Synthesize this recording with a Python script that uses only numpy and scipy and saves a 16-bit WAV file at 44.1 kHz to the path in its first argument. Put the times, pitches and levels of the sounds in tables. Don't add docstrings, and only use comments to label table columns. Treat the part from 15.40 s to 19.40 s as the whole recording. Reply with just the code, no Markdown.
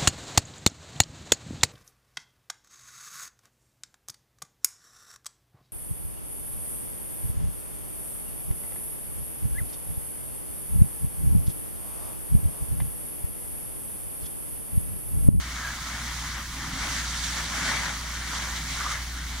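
import sys
import numpy as np
from scipy import signal
from scipy.fft import rfft, irfft
from scipy.io import wavfile

SR = 44100
rng = np.random.default_rng(int(sys.argv[2]) if len(sys.argv) > 2 else 0)


def generate_wav(sig):
    pcm = np.round(np.clip(np.atleast_2d(sig).T, -1, 1) * 32767).astype(np.int16)
    wavfile.write(sys.argv[1], SR, pcm)


N = 176400
T = np.arange(N) / SR
HZ = np.fft.rfftfreq(N, 1 / SR)
BODY_BELOW_HZ, HISS_FROM_HZ, FIZZ_FROM_HZ = 713, 2515, 10500

# time_s, level_db
SPLASH_SURGES = [(0, -39.5), (.16, -38.5), (.28, -36), (.41, -41.5), (.5, -37), (.94, -39.8), (.98, -34.8),
                 (1.08, -43.5), (1.22, -37.8), (1.33, -39), (1.43, -33.8), (1.57, -34.5), (1.63, -38.3),
                 (1.9, -37.7), (1.99, -33), (2.07, -36), (2.15, -33), (2.24, -32.7), (2.3, -29),
                 (2.49, -32.5), (2.57, -38.3), (2.9, -38), (2.96, -34.3), (3.08, -35.5), (3.26, -39.7),
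                 (3.38, -35.8), (3.53, -34.3), (3.65, -42), (4, -41.5)]
def splash(slap_share=0.29):
    level_db = curve(SPLASH_SURGES) + 0.2 * wander(30)
    upper = above(BODY_BELOW_HZ)
    mids = water_tone(drops(slap_share), upper * (1 - above(HISS_FROM_HZ)))
    mids = turbulence(mids, depth_db=1.5, patch_s=0.089, patch_hz=616)
    body = water_tone(drops(slap_share), 1 - upper)
    body_db = -52.5 + 1.3 * (level_db - level_db.mean())
    return unit(mids) * amp(level_db) + body * amp(body_db)


# time_s, level_db
HISS_SURGES = [(0, -38.6), (.4, -38.5), (.79, -36.5), (1.05, -40), (1.32, -37.6), (1.42, -34.1),
               (1.56, -31.5), (1.63, -34.1), (1.98, -33), (2.08, -35), (2.29, -30.1), (2.62, -38.5),
               (2.82, -37), (2.96, -33.1), (3.07, -36.3), (3.25, -37.5), (3.33, -33.5), (3.52, -35.5),
               (3.61, -39), (3.8, -41), (4, -38)]
# peak_s, half_length_s, boost_db
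SPRAY_SIZZLES = [(1.843, 0.0069, 4.5), (3.17, 0.013, 3.5), (3.515, 0.011, 4)]
def spray():
    top = above(FIZZ_FROM_HZ)
    level_db = curve(HISS_SURGES) + 0.37 * wander(25)
    level_db += sum(boost_db * swell(peak_s, half_s) for peak_s, half_s, boost_db in SPRAY_SIZZLES)
    hiss = water_tone(drops(slap_share=0.1), above(HISS_FROM_HZ) * (1 - top))
    hiss = turbulence(hiss, depth_db=0.98, patch_s=0.041, patch_hz=1480)
    fizz = water_tone(rng.standard_normal((2, N)), top)
    fizz_db = -47.5 + 0.23 * (level_db - level_db.mean()) + wander(12)
    return unit(hiss) * amp(level_db) + fizz * amp(fizz_db)


def drops(slap_share, slaps_per_s=900, spread_db=2):
    sizes = amp(spread_db * np.minimum(rng.exponential(1, N), 5))
    hits = rng.random(N) < slaps_per_s / SR
    slaps = unit(sizes * hits * rng.choice([-1., 1.], (2, N)))
    wash = rng.standard_normal((2, N))
    return np.sqrt(slap_share) * slaps + np.sqrt(1 - slap_share) * wash


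# freq_hz, left_db, right_db, likeness (0-1), left_lead_rad
WATER_EQ = [(450, -18.0, -20.0, 0.56, 0.9), (600, -12.0, -15.5, 0.55, 0.4), (800, -10.5, -11.0, 0.68, 0.0),
            (980, -7.0, -8.0, 0.82, 0.1), (1300, -5.0, -5.5, 0.93, -0.0), (1650, -3.5, -6.5, 0.86, 0.2),
            (2020, -2.0, -7.0, 0.74, 0.4), (2230, -0.5, -14.0, 0.29, 1.2), (2450, -9.5, -15.0, 0.15, -2.0),
            (2850, -13.0, -11.5, 0.54, -0.6), (3200, -9.0, -9.0, 0.72, -0.5),
            (3900, -8.0, -10.5, 0.56, -0.5), (4250, -10.0, -9.5, 0.49, -1.3),
            (4650, -12.0, -9.0, 0.54, 0.3), (5200, -12.5, -11.0, 0.39, -0.5),
            (5950, -12.0, -5.5, 0.58, -1.1), (7000, -19.5, -9.0, 0.34, -0.7),
            (8300, -22.0, -14.5, 0.15, -1.4), (9200, -23.0, -14.0, 0.41, -0.3),
            (10400, -23.0, -19.0, 0.1, 0.3), (11600, -24.0, -23.0, 0.18, -1.3),
            (12800, -29.0, -24.5, 0.11, -2.5), (14200, -32.5, -22.0, 0.21, -3.1),
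            (15600, -41.5, -24.5, 0.03, -1.3)]
def water_tone(noises, passband):
    left_db, right_db, likeness, lead_rad = spectrum(WATER_EQ)
    left, other = rfft(noises)
    right = blend(left, other, likeness) * np.exp(-1j * lead_rad)
    stereo = np.array([left * amp(left_db), right * amp(right_db)])
    return unit(irfft(stereo * np.sqrt(passband), N))


def turbulence(x, depth_db, patch_s, patch_hz, size=512):
    framing = dict(nperseg=size, noverlap=size * 3 // 4)
    spectra = signal.stft(x, **framing)[2]
    bins, frames = spectra.shape[1:]
    across = np.fft.fftfreq(bins, SR / size)[:, None]
    along = np.fft.fftfreq(frames, N / SR / frames)
    smooth = np.exp(-(across * patch_hz) ** 2 - (along * patch_s) ** 2)
    patches = unit(np.fft.ifft2(np.fft.fft2(rng.standard_normal((bins, frames))) * smooth).real)
    return signal.istft(spectra * amp(depth_db * patches), **framing)[1][:, :N]


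# peak_s, half_length_s, pitch_hz, width_hz, level_db
HOLLOW_HITS = [(.238, 0.0034, 1570, 300, -33.5), (.268, 0.043, 1660, 140, -36.5),
               (3.405, .009, 1230, 260, -33), (3.462, 0.019, 1190, 250, -34),
               (3.515, 0.016, 1280, 260, -36)]
def hollows():
    return bursts(HOLLOW_HITS)


# time_s, level_db
FLAME_SWELLS = [(0, -45.5), (.35, -49.5), (.55, -46.5), (1.08, -49.5), (1.27, -41.5), (1.58, -44.5),
                (2.03, -47), (2.28, -40), (2.7, -50), (2.98, -44), (3.2, -47), (4, -48)]
# peak_s, half_length_s, pitch_hz, width_hz, level_db
ROOF_FLARES = [(1.1, .04, 28, 18, -47), (1.28, 0.077, 266, 22, -44.5), (1.38, 0.074, 35, 20, -39.5)]
def fire():
    upper = above(edge_hz=110)
    roar = rumble(upper, likeness=0.97) * amp(curve(FLAME_SWELLS))
    deep = rumble(1 - upper, likeness=1) * amp(-48.5)
    return roar + deep + bursts(ROOF_FLARES)


# freq_hz, gain_db
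RUMBLE_EQ = [(8, -16), (22, -5), (45, 3.5), (100, 1), (170, 1), (255, -0.5), (320, -7), (400, -21.5),
             (520, -37.5), (1000, -48)]
def rumble(passband, likeness):
    gain = amp(spectrum(RUMBLE_EQ)[0]) * np.sqrt(passband)
    left, other = irfft(rfft(rng.standard_normal((2, N))) * gain, N)
    return unit(np.array([left, blend(left, other, likeness)]))


# shaft_multiple, level_db
ENGINE_PARTIALS = [(1, -59), (2, -66), (3, -38.5), (6, -54), (18, -68.5), (21, -73.5)]
def engine(shaft_hz=19.93, waver_db=1.25, rise_db_per_s=0.3):
    turns = np.cumsum(shaft_hz * (1 + 0.0016 * wander(3.2))) / SR
    hum = np.zeros(N)
    for multiple, level_db in ENGINE_PARTIALS:
        gain = np.sqrt(2) * amp(level_db + waver_db * wander(1.4))
        hum += gain * np.sin(2 * np.pi * (multiple * turns + rng.random()))
    drone = amp(-53) * resonance(pitch_hz=160.8, width_hz=3.1)
    return hum * amp(rise_db_per_s * (T - T.mean())) + drone


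def bursts(rows):
    return sum(resonance(pitch_hz, width_hz) * amp(level_db) * swell(peak_s, half_s)
               for peak_s, half_s, pitch_hz, width_hz, level_db in rows)


def resonance(pitch_hz, width_hz):
    return unit(irfft(rfft(rng.standard_normal(N)) / (1 + ((HZ - pitch_hz) / width_hz) ** 2) ** 2, N))


def swell(peak_s, half_s):
    return np.exp(-.5 * ((T - peak_s) / half_s) ** 2)


def wander(rate_hz):
    return unit(irfft(rfft(rng.standard_normal(N)) * np.exp(-(HZ / rate_hz) ** 2) * (HZ > 0), N))


def blend(left, other, likeness):
    return likeness * left + np.sqrt(1 - likeness ** 2) * other


def above(edge_hz):
    return 1 / (1 + (edge_hz / (HZ + 1)) ** 10)


def spectrum(points):
    freq_hz, *columns = np.transpose(points)
    return [np.interp(np.log(HZ + 1), np.log(freq_hz + 1), column) for column in columns]


def curve(points):
    return np.interp(T, *np.transpose(points))


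def amp(db):
    return 10 ** (np.asarray(db) / 20)


def unit(x):
    return x / np.sqrt(np.mean(x ** 2) + 1e-20)


def scene():
    return splash() + spray() + hollows() + fire() + engine()


def record(dry, cutoff_hz=15800):
    lowpass = signal.firwin(1023, cutoff_hz, window=("kaiser", 9), fs=SR)
    return signal.oaconvolve(dry, lowpass[None], "same")


dry = scene()
out = record(dry)
generate_wav(out)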